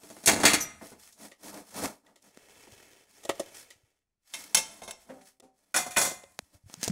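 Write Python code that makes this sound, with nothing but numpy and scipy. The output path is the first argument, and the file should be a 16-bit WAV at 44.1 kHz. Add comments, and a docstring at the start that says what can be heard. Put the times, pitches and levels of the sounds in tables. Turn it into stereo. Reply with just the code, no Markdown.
"""Rummaging in a small closet, a phone in one hand: plastic things tumble on a shelf, a metal piece bounces,
a box knocks, boards thud, hangers clack and clatter on their rail. A blow is a click, a rattle and ringing
modes. Magazines slide and clothes rustle by stick and slip, their creases snapping. Short delayed copies
from the phone, the hand and nearby surfaces make the sound hollow; the walls echo.
Fingers tap and rub the phone's case, mostly at the end."""
import sys
import numpy as np
from scipy import signal
from scipy.fft import rfft, irfft, next_fast_len
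from scipy.io import wavfile

SR = 44100
rng = np.random.default_rng(int(sys.argv[2]) if len(sys.argv) > 2 else 0)


def put_to_file(sound):
    """Save the sound as 16-bit audio at rate SR, in the file named by the first command-line argument."""
    columns = np.atleast_2d(sound).T  # one column per channel
    safe = np.clip(columns, -1, 1)
    whole_steps = np.round(safe * 32767)
    wavfile.write(sys.argv[1], SR, whole_steps.astype(np.int16))


N = 304731

# short delayed copies from phone, hand and nearby surfaces: left_ms, left_db, right_ms, right_db
SHORT_DELAYS = [(0.884, -31.5, 0.9, -28.5), (1.519, -22.5, 2.3, -25), (3.265, -26.5, 1.2, -24),
                (4.671, -26, 2.1, -25), (10.113, -22.5, 4.2, -22.5)]


def amp(db):
    return 10 ** (np.asarray(db) / 20)


def panned(level_db, pan_db):
    """Stereo gains; pan_db is left minus right."""
    return amp(level_db + np.array([[pan_db], [-pan_db]]) / 2)


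def read(points, hz):
    """Interpolates (freq_hz, value) points on a log-frequency axis."""
    f, value = np.transpose(points)
    return np.interp(np.log(hz + 1), np.log(f + 1), value)


def unit(x):
    """Unit energy per channel."""
    return x / np.sqrt((x ** 2).sum(-1, keepdims=True) + 1e-20)


def decay(t, t60_s):
    return np.exp(-np.log(1000) * t / t60_s)


def add(mix, start_s, sound):
    part = mix[:, max(round(start_s * SR), 0):][:, :sound.shape[1]]
    part += sound[:, :part.shape[1]]


def colour(x, points, size=4096):
    """Causal filter from (freq_hz, gain_db) points."""
    log_gain = np.log(amp(read(points, abs(np.fft.fftfreq(size, 1 / SR)))))
    taps = np.fft.ifft(np.exp(np.conj(signal.hilbert(log_gain)))).real[:size // 2]
    return signal.oaconvolve(x, taps[None], axes=1)[:, :x.shape[1]]


def diffuse(count):
    """White noise at two microphone ports: alike in the bass, unrelated in the treble."""
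    likeness = [(60, 1), (220, 0.6), (450, 0.3), (900, .05), (4000, 0)]  # between ports: freq_hz, correlation
    size = next_fast_len(count)
    a, b = rfft(rng.standard_normal((2, size)))
    same = read(likeness, np.fft.rfftfreq(size, 1 / SR))
    return irfft(np.array([a, same * a + np.sqrt(1 - same ** 2) * b]), size)[:, :count]


def wander(count, rate_hz):
    """Gaussian random points at rate_hz, joined by lines."""
    at = np.arange(count) * rate_hz / SR
    return np.interp(at, np.arange(count), rng.standard_normal(count))


def ring(waves):
    """Sums modes; the place of a blow sets each one's phase at each port, here at random."""
    return (np.exp(2j * np.pi * rng.random((2, len(waves)))) @ waves).real


def strike(blows, modes, ring_db, click_db, grain_db, lead_ms, rise_ms, sub_db, bass_db, pan_db,
           t60_scale=1, size=16384):
    """Contact click, dying rattle of tiny contacts and ring; t60_scale < 1: a hand or neighbour damps it."""
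    out, t = np.zeros((2, N)), np.arange(size) / SR
    mode_hz, mode_db, mode_t60_s = np.transpose(modes)[:, :, None]
    waves = np.exp(2j * np.pi * mode_hz * t) * decay(t, mode_t60_s * t60_scale)
    waves *= amp(mode_db + ring_db) / np.linalg.norm(waves.real, axis=1, keepdims=True)
    arrival_s = .001 + np.array([[-lead_ms], [lead_ms]]) / 2000
    click = amp(click_db) * np.sinc((t - arrival_s) * SR)
    rise = 1 - np.exp(-t * 1000 / rise_ms)
    for start_s, level_db, weight_db, treble_db, t60_s in blows:
        rattle = diffuse(size) * amp(grain_db * wander(size, 900)) * decay(t, t60_s)
        hit = unit(unit(rattle * rise) + click + ring(waves) * rise) * np.sqrt(SR / 100)
        low_db = weight_db + bass_db  # a heavy, soft blow lifts body and bass against 2 kHz
        hardness = [(35, low_db + sub_db), (110, low_db - 4.5), (250, low_db + 4),
                    (680, weight_db), (2000, 0.0026), (5500, treble_db)]
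        add(out, start_s, colour(hit, hardness) * panned(level_db, pan_db))
    return out


def crowded_modes(x, ripple_db, spacing_hz):
    """Many short, overlapping modes of a light, irregular object: fixed treble peaks and notches."""
    hz = np.arange(1, 401) * spacing_hz
    depth_db = ripple_db * np.clip((hz - 700) / 2000, 0, 1)
    draws = np.clip(rng.standard_normal(len(hz)), -2.5, 1.5)
    gain_db = depth_db * draws - depth_db ** 2 * np.log(10) / 25
    return colour(x, np.column_stack([hz, gain_db]))


def comb(x, delays, strength_db):
    """Short delayed copies, from the phone and hand as well as nearby surfaces, make the sound hollow."""
    rows, lag = np.array(delays), np.arange(512)
    ms, db = rows[:, ::2].T[:, :, None], rows[:, 1::2].T[:, :, None]
    taps = (amp(db + strength_db) * np.sinc(lag - ms * SR / 1000)).sum(1) + (lag == 0)
    return signal.oaconvolve(x, unit(taps), axes=1)[:, :N]


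def strokes(start_s, length_s, level_db, rise_db_per_s, fall_db_per_s, arch_db):
    """Rubbing envelope: each stroke gathers speed, peaks midway and dies away."""
    t = np.arange(0, N, 64)[:, None] / SR
    early_s, late_s = np.maximum(start_s - t, 0), np.maximum(t - start_s - length_s, 0)
    off_centre = np.clip(2 * (t - start_s) / length_s - 1, -1, 1)
    each = amp(level_db - arch_db * off_centre ** 2 - rise_db_per_s * early_s - fall_db_per_s * late_s)
    return np.interp(np.arange(N) / SR, t[:, 0], np.linalg.norm(each, axis=1))


def crinkle(snaps_per_s=45, snap_db=-2.5, spread_db=3.5, decay_s=.0015):
    """Gain of a rubbed sheet: one, with a brief leap as each crease snaps."""
    sizes = amp(snap_db + spread_db * np.minimum(rng.exponential(1, N), 2))
    snaps = sizes * (rng.random(N) < snaps_per_s / SR)
    return 1 + signal.lfilter([1], [1, -np.exp(-1 / (decay_s * SR))], snaps)


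def quiet_house():
    """Steady, faint, bass-heavy noise."""
    spectrum = [(20, -62), (70, -63.5), (200, -72), (600, -80.5), (2000, -86), (8000, -92), (16000, -100)]  # freq_hz, gain_db
    return colour(diffuse(N), spectrum)


def sliding_magazines(grain_db=2, flutter_db=1.5, pan_db=-1):
    """Paper and plastic stick and slip: grainy surface hiss, hollow drumming of the shelf."""
    slides = [(0.012, 0.46, -48, -43), (0.826, 0.081, -45, -51), (0.996, 0.11, -48, -70),
              (1.208, 0.056, -41.5, -32.5), (1.444, 0.055, -38, -29.5), (1.528, 0.072, -41.5, -26.5),
              (1.67, 0.12, -47.5, -44.5), (1.769, 0.029, -28.5, -17), (1.83, 0.028, -26, -12),
              (2.055, 0.07, -63.5, -43.5), (2.245, 0.035, -51, -42), (3.104, 0.26, -52.5, -51.5),
              (3.55, 0.06, -39.5, -66), (4.28, 0.053, -53, -74), (4.342, 0.12, -39.5, -40),
              (4.49, 0.31, -48, -41), (5.005, 0.027, -51, -65), (5.079, 0.13, -56.5, -39),
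              (5.261, 0.021, -48, -59), (5.56, 0.3, -66, -59), (6.26, 0.23, -61.5, -57.5),
              (6.53, 0.032, -55.5, -48), (6.686, 0.1, -49, -45), (6.831, 0.048, -31.5, -31.5)]  # start_s, length_s, hiss_db, shelf_db
    hiss_spectrum = [(100, -22), (600, -7), (1600, -2.5), (2400, -1.5), (3600, -2), (7000, -2), (10000, 0),
                     (16000, 3)]  # freq_hz, gain_db
    shelf_spectrum = [(25, -21), (55, -16), (90, -9), (135, -8), (205, 5.5), (245, 0.5), (290, 10),
                      (350, -1), (460, -1), (635, 2.5), (780, -1.5), (880, -1), (1400, -7.5), (8000, -48.5)]  # freq_hz, gain_db
    sides = [(0, 3.5), (1.9, -1), (2.6, -4), (4.4, -1.5), (6.3, 1), (6.7, -1.5), (6.84, -13)]  # ends with a finger at the right port: time_s, pan_db
    start_s, length_s, hiss_db, shelf_db = np.transpose(slides)
    shape = dict(rise_db_per_s=420, fall_db_per_s=260, arch_db=2.5)
    grip = amp(flutter_db * wander(N, 90))  # tightens and lets go
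    grain = amp(grain_db * wander(N, 2500))
    slips = diffuse(N) * grain * grip * strokes(start_s, length_s, hiss_db - 1.5, **shape)
    pushes = diffuse(N) * grip * strokes(start_s, length_s, shelf_db - 3.5, **shape)
    side_db = pan_db + np.interp(np.arange(N) / SR, *np.transpose(sides))
    ports = amp(np.array([side_db, -side_db]) / 2)
    ports /= np.sqrt((ports ** 2).mean(0))
    return (colour(slips * crinkle(), hiss_spectrum) + colour(pushes, shelf_spectrum)) * ports


def plastic_pile():
    """Plastic things tumble on the shelf, damping each other."""
    blows = [(0.033, -46, 13, 1, 0.15), (0.101, -43, 14, 2, 0.12), (0.165, -44.5, 12.5, -4.5, 0.14),
             (0.237, -38, 4, 1, 0.09), (0.2595, -25.5, 3.5, 14.5, 0.089), (0.273, -5, -0.5, -0.5, 0.21),
             (0.287, -6, -0.5, -15, 0.14), (0.333, -23, 9.5, -3, 0.06), (0.362, -20, 11, -7.5, 0.47),
             (0.4, -22, 6.5, -1.5, 0.36), (0.4335, -9, 3, -9.5, 0.097), (0.452, 2, -6.5, -6.5, 0.2),
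             (0.48, -3.5, -8, -12, 0.38), (0.534, -6, -4, -4.5, 0.1), (0.812, -36.5, 13, -41, 0.21),
             (0.918, -43.5, 13.5, -6, 0.18)]  # start_s, level_db, weight_db, treble_db, rattle_t60_s
    modes = [(208.6, -3, 0.5), (295, 1, 0.42), (363, -6.5, 0.16), (443, -4.5, 0.17), (664, 3, 0.33),
             (857, -5.5, 0.75), (1254, -6.5, 0.87), (1490, 0, 0.16), (1690, -3, 0.28), (1844, -4.5, 0.12),
             (2082, 1, 0.55), (2130, -2.5, 0.32), (2640, -2.5, 0.27), (3600, -4, 0.17), (4500, -1, 0.22),
             (4670, -3, 0.19), (4631, -6, 0.28), (5530, -5, 0.29), (5700, -7.5, 0.64), (5900, -2.5, 0.57),
             (7919, -6.5, 0.28), (8240, -4.5, 0.28)]  # pitch_hz, level_db, undamped_t60_s
    hits = strike(blows, modes, ring_db=-22.5, click_db=-11, grain_db=3, lead_ms=0.55, rise_ms=0.83,
                  sub_db=-21, bass_db=0, pan_db=-1, t60_scale=0.73)
    hits = crowded_modes(hits, ripple_db=3, spacing_hz=95)
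    return comb(hits, SHORT_DELAYS, strength_db=2.5)


def closet_echo(x, onset_s=0.0059, size=49152):
    """Dense tail from the close walls."""
    spectrum = [(60, 5.5), (130, -7), (240, -5.5), (650, -4.5), (2000, -9.5), (7000, -8.5), (15000, -27.5)]  # freq_hz, gain_db
    decay_times = [(80, 0.99), (240, 0.33), (650, 0.51), (2000, 0.57), (6000, 0.37), (14000, 0.98)]  # freq_hz, t60_s
    hz, t, bands = signal.stft(diffuse(size), SR, nperseg=512)
    fade = unit(decay(t, read(decay_times, hz)[:, None]))
    bands *= fade * amp(read(spectrum, hz))[:, None] * np.sqrt(len(t) / size)
    tail = signal.istft(bands, SR, nperseg=512)[1]
    tail *= np.clip(np.arange(tail.shape[1]) / SR / onset_s, 0, 1) ** 2
    return signal.fftconvolve(x, tail, axes=1)[:, :N]


def metal_piece(scrape_db=-4.5, scrape_t60_s=0.096, size=16384):
    """A few bounces, each a bright scrape that rings the same high modes."""
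    bounces = [(.605, -30), (0.609, -20.5), (0.623, -22), (.631, -30.5)]  # start_s, level_db
    modes = [(5830, -7.5, 0.29), (6130, -3, 0.062), (5886, -1.5, 0.079), (6420, -16.5, 0.24),
             (7060, -15, 0.11), (9500, -23, 0.12), (11300, -12, 0.12), (12300, -3, 0.09)]  # pitch_hz, level_db, t60_s
    out, t = np.zeros((2, N)), np.arange(size) / SR
    mode_hz, mode_db, t60_s = np.transpose(modes)[:, :, None]
    waves = amp(mode_db) * np.exp(2j * np.pi * mode_hz * t) * decay(t, t60_s)
    for start_s, level_db in bounces:
        scrape = colour(diffuse(size), [(2000, -25), (6000, -1)]) * amp(scrape_db) * decay(t, scrape_t60_s)
        add(out, start_s, amp(level_db) * (scrape + ring(waves)))
    return out


def box_knocks():
    """Sharp contacts ring a box's short modes."""
    blows = [(1.125, -66.5, 8, 21, 0.17), (1.315, -38, 0.5, -12, 0.13), (2.063, -48.5, -1.5, -11, 0.24),
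             (2.158, -50, 7, -3, 0.17), (2.222, -67, 2, 11, 0.023), (2.672, -49.5, 16, -13, 0.043),
             (3.235, -46.5, 9, 1, 0.027), (3.25, -40.5, 17.5, 3.5, 0.044), (3.292, -13, 5.5, -14, 0.069),
             (3.396, -33, 21.5, 3, 0.064), (3.704, -38, -5, -5.5, 0.16), (5.399, -53, 13.5, 3.5, 0.015),
             (6.073, -26.5, 6, -16, 0.032), (6.113, -45, 22, 9.5, 0.034), (6.235, -43.5, 11.5, -8.5, 0.013)]  # start_s, level_db, weight_db, treble_db, rattle_t60_s
    modes = [(370, -0.5, 0.041), (552, 0, 0.084), (666, -3.5, 0.076), (1193, -22, 0.11),
             (1915, -2.5, 0.031), (2660, -2, 0.0157), (3517, 3.5, 0.016), (5900, -21, 0.054),
             (7280, 3.5, 0.015)]  # pitch_hz, level_db, t60_s
    body = [(800, -2.5), (1110, -3), (1260, 0.5), (1550, -16), (1930, 3.5), (2550, -5), (3000, 4),
            (4800, 0), (6500, 1)]  # freq_hz, gain_db
    delays = [(1.519, -23, 0.64, -17), (2.268, -35, 1.35, -66), (3.129, -19, 1.6, -2.5),
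              (3.333, -22, 3.8, 14), (5.193, -30, 2.7, -28)]  # left_ms, left_db, right_ms, right_db
    hits = strike(blows, modes, ring_db=-16, click_db=-3, grain_db=-1, lead_ms=-0.28, rise_ms=0.17,
                  sub_db=-26.5, bass_db=-3, pan_db=-4)
    return comb(colour(hits, body), delays, strength_db=5.5)


def clothes(grain_db=3, flutter_db=1.4):
    """Cloth drags over cloth as the body turns: a soft, grainy swish."""
    swishes = [(2.36, 0.65, -48), (3.196, 0.47, -47), (3.726, 0.22, -65)]  # start_s, length_s, level_db
    spectrum = [(40, -8.5), (100, 1.5), (170, -2), (380, 8.5), (600, 5), (1100, -1.5), (3000, 2.5),
                (4200, -4), (10000, -3.5), (16000, 0.5)]  # freq_hz, gain_db
    speed = strokes(*np.transpose(swishes), rise_db_per_s=198, fall_db_per_s=130.5, arch_db=5)
    fibres = diffuse(N) * amp(grain_db * wander(N, 2500) + flutter_db * wander(N, 70))
    return colour(fibres * speed * crinkle(), spectrum) * panned(level_db=-2.5, pan_db=-3)


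def case_taps():
    """Fingers click on the phone's case, near the right port."""
    blows = [(2.373, -48, 14.5, 5, 0.0062), (6.39, -26, 11, 1, 0.0054), (6.698, -45, 9, -3, 0.018),
             (6.74, -37.5, 7.5, 7, 0.012), (6.83, -24, 3, 6, 0.023), (6.839, -30.5, -8, 15.5, 0.069),
             (6.878, -32.5, 19.5, 15, 0.031), (6.899, -35, 8, -14, 0.0088)]  # start_s, level_db, weight_db, treble_db, rattle_t60_s
    modes = [(198, 18, 0.018), (420, -46, .015), (6800, -4, .006)]  # pitch_hz, level_db, t60_s
    return strike(blows, modes, ring_db=-29, click_db=1.5, grain_db=5.5, lead_ms=-0.091, rise_ms=1,
                  sub_db=-13, bass_db=-1.5, pan_db=-15)


def soft_bumps(swell_s=0.0052, size=8192):
    """The hand or shifting feet swing the phone for a cycle or two."""
    pushes = [(2.694, -58.5, 219), (2.728, -54.5, 100), (3.762, -67, 101), (3.839, -64, 103),
              (6.429, -57.5, 77.5), (6.553, -53, 91.2), (6.643, -53.5, 98), (6.665, -47.5, 100),
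              (6.779, -50, 152), (6.797, -49, 172), (6.881, -38, 107), (6.902, -25, 187)]  # peak_s, level_db, pitch_hz
    out, t = np.zeros((2, N)), np.arange(size) / SR
    swell = t / swell_s * np.exp(1 - t / swell_s)
    for peak_s, level_db, pitch_hz in pushes:
        swing = swell * np.sin(2 * np.pi * pitch_hz * t)
        add(out, peak_s - swell_s, swing * panned(level_db + 0.5, pan_db=-16.5))
    return out


def hanger_clacks():
    """Hangers clack with a damped ring."""
    blows = [(4.337, -25.5, -6.5, 0, 0.14), (4.546, -14, 0, 8, 0.051), (4.569, -19.5, 4.5, 8, 0.14),
             (4.818, -37.5, 12.5, -4, 0.1), (4.833, -43, 16.5, 8, 0.17), (4.877, -34, 11.5, 1, 0.22),
             (4.909, -34.5, -12, 6.5, 0.017)]  # start_s, level_db, weight_db, treble_db, rattle_t60_s
    modes = [(366.4, -9, 1), (669.7, -1.5, 0.39), (887, -1, 0.77), (1043, -3, 1), (1350, -3, 0.55),
             (2060, -11, 0.91), (2150, 0.5, 0.51), (2280, -7.5, 0.28), (3120, 1.5, 0.1), (3236, -8, 0.33),
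             (2674, -2.5, 0.38), (3540, 7.5, 0.13), (3800, -11.5, 0.56), (4530, -2, 0.097),
             (4500, -8, 0.34), (5500, -4, 0.61), (5830, -7.5, 0.31), (6530, 4, 0.21), (7750, -9, 0.26),
             (8700, -3, 0.47), (9260, -13, 0.24)]  # pitch_hz, level_db, undamped_t60_s
    delays = [(0.883, -23, 0.904, -15.5), (1.111, -17, 1.3, -16.5), (1.315, -12.5, 1.9, -7),
              (1.519, -10.5, 1.519, -35), (1.723, -23, 4.9, -22.5)]  # left_ms, left_db, right_ms, right_db
    hits = strike(blows, modes, ring_db=-18, click_db=-24, grain_db=0, lead_ms=0.78, rise_ms=0.83,
                  sub_db=-13, bass_db=-8, pan_db=-4.5, t60_scale=0.45)
    hits = crowded_modes(hits, ripple_db=4.5, spacing_hz=95)
    return comb(hits, delays, strength_db=-4)


def board_thuds():
    """Low board modes with a slow attack."""
    blows = [(5.092, -36.5, 11.4, -17.5, 0.12), (5.21, -47, 2.3, -6, 0.06),
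             (5.424, -54.5, 17.3, -1.5, 0.21)]  # start_s, level_db, weight_db, treble_db, rattle_t60_s
    modes = [(262.8, -1.5, 0.31), (392, -12.5, 0.4), (523.4, -1.5, 0.17), (583, -2.5, 0.2),
             (769, 2.5, 0.18), (904, -12.5, 0.3)]  # pitch_hz, level_db, t60_s
    return strike(blows, modes, ring_db=-11.5, click_db=-13.5, grain_db=0, lead_ms=.1, rise_ms=8.9,
                  sub_db=-16, bass_db=-3.5, pan_db=-1)


def rail_clatter():
    """The row of hangers clatters on its rail."""
    blows = [(5.742, -7, -5, -10, 0.22), (5.761, -9.5, 0.5, -0.5, 0.23), (5.863, -31.5, 15.5, 1, 0.16),
             (5.907, -26.5, -9, -1.5, 0.3), (5.962, -2, -23, -24, 0.14), (5.968, -9, 4, -3.5, 0.1),
             (5.981, -17.5, 9.5, 7.5, 0.26), (6.012, -13, 3.5, 2, 0.28), (6.05, -17.5, 0.5, 1, 0.26)]  # start_s, level_db, weight_db, treble_db, rattle_t60_s
    modes = [(728, 0, 0.75), (1037, 5.5, 0.45), (1317, -7, 0.17), (1430, 6.5, 0.1), (1484, 2, 0.32),
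             (2070, -0.5, 0.69), (2780, -5, 0.26), (2710, -6, 0.31), (4180, -13, 0.233), (5380, 1, 0.15),
             (5930, -10, 0.25), (6000, -16.5, 0.22), (5930, -3.5, 0.21), (6550, -0.5, 0.2), (7660, 4, 0.18),
             (9100, -1, 0.23), (9600, 6.5, 0.19), (9980, 10, 0.12), (10600, 3, 0.2), (10000, -12.5, 0.21),
             (10200, -7, 0.2), (10966, 9, 0.18)]  # pitch_hz, level_db, undamped_t60_s
    body = [(1000, -1), (1500, 0.5), (2600, 0), (2950, -6.5), (3300, 0.5), (4700, -4), (5000, -6.5),
            (5400, -0.5), (7800, 0), (8150, -5), (8600, -1)]  # freq_hz, gain_db
    delays = [(0.907, -20, 1.9, -27), (1.134, -19, 1.111, -24), (1.406, -17, 1.33, -17),
              (1.633, -26, 1.61, -15.5), (2.948, -18.5, 5.329, -13)]  # left_ms, left_db, right_ms, right_db
    hits = strike(blows, modes, ring_db=-24.5, click_db=-27.5, grain_db=0.5, lead_ms=0.81, rise_ms=0.89,
                  sub_db=-27, bass_db=-7, pan_db=0, t60_scale=0.57)
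    hits = crowded_modes(hits, ripple_db=4.5, spacing_hz=90)
    return comb(colour(hits, body), delays, strength_db=3)


def scene():
    """The handled things, the closet around them and the quiet house."""
    pile, box, hangers = plastic_pile(), box_knocks(), hanger_clacks()
    board, rail = board_thuds(), rail_clatter()
    rubbing = crowded_modes(sliding_magazines() + clothes(), ripple_db=3, spacing_hz=80)
    rubbing = comb(rubbing, SHORT_DELAYS, strength_db=6.5)
    send = amp(-4) * pile + amp(-10) * box + amp(-3.5) * hangers + amp(-4.5) * board + amp(-6.5) * rail
    things = pile + metal_piece() + box + hangers + board + rail
    handling = amp(-7) * case_taps() + soft_bumps()
    return quiet_house() + rubbing + things + closet_echo(send) + handling


def record(dry, ceiling=.75, edge_hz=15750):
    """Each port's colour, soft overload on the tallest peaks, then the band limit."""
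    left_port = [(100, -2.5), (700, -0.5), (1900, -2.5), (2400, -3), (3100, -3.5), (4500, -1), (7000, 0.5),
                 (9500, 2), (11000, 0), (12200, -7), (15500, -11)]  # freq_hz, gain_db
    right_port = [(100, -2), (700, -2), (1100, -4.5), (1900, 0.5), (2500, 0.5), (3100, -3), (4100, -2),
                  (6300, 1.5), (8000, -2.5), (10000, -9), (12200, -17), (15500, -19.5)]  # freq_hz, gain_db
    heard = np.vstack([colour(dry[:1], left_port), colour(dry[1:], right_port)])
    heard /= (1 + (heard / ceiling) ** 4) ** .25
    lowpass = signal.firwin(255, edge_hz, window=("kaiser", 9), fs=SR)
    return signal.oaconvolve(heard, lowpass[None], "same")


dry = scene()
out = record(dry)
put_to_file(out)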